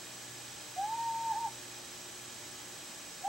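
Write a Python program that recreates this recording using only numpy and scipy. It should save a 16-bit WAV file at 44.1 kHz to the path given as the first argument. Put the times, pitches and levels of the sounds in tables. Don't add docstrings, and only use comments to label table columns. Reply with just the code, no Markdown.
import sys
import numpy as np
from scipy import signal
from scipy.fft import rfft, irfft
from scipy.io import wavfile

SR = 44100
rng = np.random.default_rng(int(sys.argv[2]) if len(sys.argv) > 2 else 0)


def master(y):
    cut = np.clip(np.atleast_2d(y).T, -1, 1)
    pcm = np.round(cut * 32767)
    wavfile.write(sys.argv[1], SR, pcm.astype(np.int16))


N = 144648
T = np.arange(N) / SR

# (time [s], pitch [Hz], level before the room [dB])
FIRST_CALL = [(0.757, 660, -62), (0.768, 715, -42), (0.79, 762, -36), (0.822, 800, -33.7),
              (0.878, 869, -41.5), (0.942, 911, -37.8), (0.975, 929, -37.4), (0.987, 917, -35.9),
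              (1.035, 928, -36.1), (1.1, 908, -34.9), (1.236, 913, -34.8), (1.282, 909, -32.4),
              (1.311, 890, -35.7), (1.348, 788, -43.9), (1.358, 871, -38.5), (1.398, 939, -36),
              (1.438, 916, -32.9), (1.462, 869, -38.7), (1.472, 793, -41.1), (1.495, 814, -65)]
# (time [s], pitch [Hz], level before the room [dB])
SECOND_CALL = [(3.226, 671, -60), (3.241, 733, -42), (3.251, 781, -35), (3.261, 798, -35),
               (3.29, 832, -33.5)]
# (time [s], level against the fundamental [dB])
OCTAVE_LEVEL = [(.79, -38), (.835, -20), (.87, -16), (.89, -21), (.93, -40), (.98, -31), (1.06, -30),
                (1.1, -42), (1.3, -36), (1.33, -12), (1.37, -24), (1.42, -42), (1.455, -29), (1.472, -16),
                (3.26, -32), (3.275, -18)]
# (delay [ms], gain [factor])
BOX_REFLECTION = [(2.97, -.32)]
# (delay [ms], gain [factor])
WALL_ECHOES = [(9.84, -.25), (13.43, .37), (26.19, -.16), (33.64, .16), (39.76, -.13), (50, .09),
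               (54.5, .04), (61.32, .04), (77.79, -.04)]
# (frequency [Hz], relative level [dB])
HISS_COLOUR = [(20, -13), (55, -6), (110, 0.5), (230, -1), (330, 4), (450, -2), (1000, -2.5), (2000, -1.5),
               (4500, -5), (6500, -3.5), (8100, -4), (8900, -6), (10300, -12), (12000, -8), (13400, -10),
               (14500, -21), (15600, -30)]
# (centre [Hz], width at half the dB height [Hz], height [dB])
HISS_RESONANCES = [(1673, 104, 4), (2480, 122, 5.5), (3158, 440, 5), (3885, 385, 6.5), (4433, 230, 6.5),
                   (5110, 320, 8), (5864, 300, 7.5), (6550, 370, 7), (7020, 120, 6.5), (7430, 400, 5.5),
                   (8000, 370, 2.5), (7890, 300, 2.5), (8830, 170, 2.5)]
# (frequency [Hz], coherence [-1 to 1])
HISS_LIKENESS = [(60, 0.8), (300, 0.79), (1400, .75), (3000, 0.69), (6000, 0.62), (8500, 0.17),
                 (14000, -0.15)]
# (frequency [Hz], left minus right [dB])
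HISS_LEAN = [(100, -0.5), (1500, -0.5), (3200, -2), (6000, 0), (9300, -6), (10700, 3), (12000, 3),
             (15000, 3)]
# (frequency [Hz], share [0 to 1])
HISS_ROOM_SHARE = [(200, 0.3), (2000, 0.69), (7500, 0.55), (10000, 0.4)]
# (multiple of the mains frequency [count], level [dB])
STEADY_HUM = [(3, -73), (4, -70), (5, -69), (8, -76), (9, -72), (10, -68), (11, -73.5), (17, -76.5),
              (19, -69.5), (22, -74.5), (24, -74), (29, -71)]
# (time [s], second harmonic [dB], sixth harmonic [dB])
DRIFTING_HUM = [(0, -65, -71), (.3, -61, -63), (.7, -65, -78), (1.5, -61, -63.5), (2.0, -66.5, -62),
                (2.7, -67.5, -63.5), (3.0, -74, -71)]
WHISTLE_PITCH = [7852, 7882, 7912, 8220, 8250, 8280, 15734.3, 15747.3]
# (left [dB], right [dB])
WHISTLE_LEVEL = [(-63, -62.5), (-63, -63), (-73, -70), (-79, -68), (-77, -59), (-77, -63), (-62, -77),
                 (-67, -79)]

JITTER, SHIMMER_DB = 0.0019, 0.12
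WAVER_HZ = 69.6
TAIL_DB, TAIL_T60_S = -19, 0.36
HISS_DB = -47.5
RUSH_HZ, RUSH_WIDTH_HZ, RUSH_DB = 823, 128, -58.5
MAINS_HZ = 59.95
WHISTLE_LAG_TURNS = 0.21
EDGE_HZ = 15950


def amp(db):
    return 10 ** (np.asarray(db) / 20)


def evened(x):
    return x / np.sqrt(np.mean(x ** 2) + 1e-20)


def read(points, hz):
    f, value = np.transpose(points)
    return np.interp(np.log(hz + 1), np.log(f), value)


def waver(rate_hz):
    hz = np.fft.rfftfreq(N, 1 / SR)
    slow = rfft(rng.standard_normal(N)) * np.exp(-(hz / rate_hz) ** 2)
    return evened(irfft(slow, N))


def tone(hz, lag=0):
    return np.sqrt(2) * np.sin(2 * np.pi * (hz * T + rng.random() - lag))


def room(x, echoes):
    t = T[:SR // 2]
    fade = amp(-60 * t / TAIL_T60_S) * (t > .01)
    response = rng.standard_normal((2, len(t))) * fade
    response *= amp(TAIL_DB) / np.linalg.norm(response[0])
    response[:, 0] = 1
    for ms, gain in echoes:
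        response[:, round(ms * SR / 1000)] += gain
    return signal.fftconvolve(np.atleast_2d(x), response, axes=1)[:, :N]


def mains_hum():
    hum = sum(amp(db) * tone(round(k) * MAINS_HZ) for k, db in STEADY_HUM)
    s, second_db, sixth_db = np.transpose(DRIFTING_HUM)
    for k, db in ((2, second_db), (6, sixth_db)):
        hum = hum + amp(np.interp(T, s, db)) * tone(k * MAINS_HZ)
    return hum


def picture_whistles():
    lag = np.array([[0], [WHISTLE_LAG_TURNS]])
    return sum(amp(db)[:, None] * tone(hz, lag) for hz, db in zip(WHISTLE_PITCH, WHISTLE_LEVEL))


def hiss():
    hz = np.fft.rfftfreq(N, 1 / SR)
    first, second, third = rfft(rng.standard_normal((3, N)))
    same = np.clip(read(HISS_LIKENESS, hz), -1, 1)
    lean = read(HISS_LEAN, hz) / 2
    left = first * amp(lean)
    right = (same * first + np.sqrt(1 - same ** 2) * second) * amp(-lean)

    resonances = sum(db * .5 ** ((2 * (hz - centre) / width) ** 2)
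                     for centre, width, db in HISS_RESONANCES)
    pair = np.array([left, right]) * amp(read(HISS_COLOUR, hz) + resonances)
    share = np.clip(read(HISS_ROOM_SHARE, hz), 0, 1)
    by_room = room(irfft(pair * share, N), WALL_ECHOES)
    straight = irfft(pair * (1 - share), N)
    wide = evened(by_room + straight)

    rush = evened(irfft(third / (1 + (2 * (hz - RUSH_HZ) / RUSH_WIDTH_HZ) ** 2), N))
    return amp(HISS_DB) * wide + amp(RUSH_DB) * np.array([rush, np.zeros(N)])


def owl(curve):
    s, pitch, db = np.transpose(curve)
    hz = np.interp(T, s, pitch) * (1 + JITTER * waver(WAVER_HZ))
    level = amp(np.interp(T, s, db) + SHIMMER_DB * waver(WAVER_HZ))
    level = level * (T > s[0]) * (T < s[-1])
    phase = 2 * np.pi * np.cumsum(hz) / SR
    octave = amp(np.interp(T, *np.transpose(OCTAVE_LEVEL)))
    return np.sqrt(2) * level * (np.sin(phase) + octave * np.sin(2 * phase))


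def scene():
    calls = room(owl(FIRST_CALL) + owl(SECOND_CALL), BOX_REFLECTION + WALL_ECHOES)
    calls = calls * amp([[-.2], [.2]])
    return calls + hiss() + mains_hum() + picture_whistles()


def record(dry):
    lowpass = signal.firwin(1023, EDGE_HZ, window=("kaiser", 9), fs=SR)
    return signal.oaconvolve(dry, lowpass[None], "same")


dry = scene()
out = record(dry)
master(out)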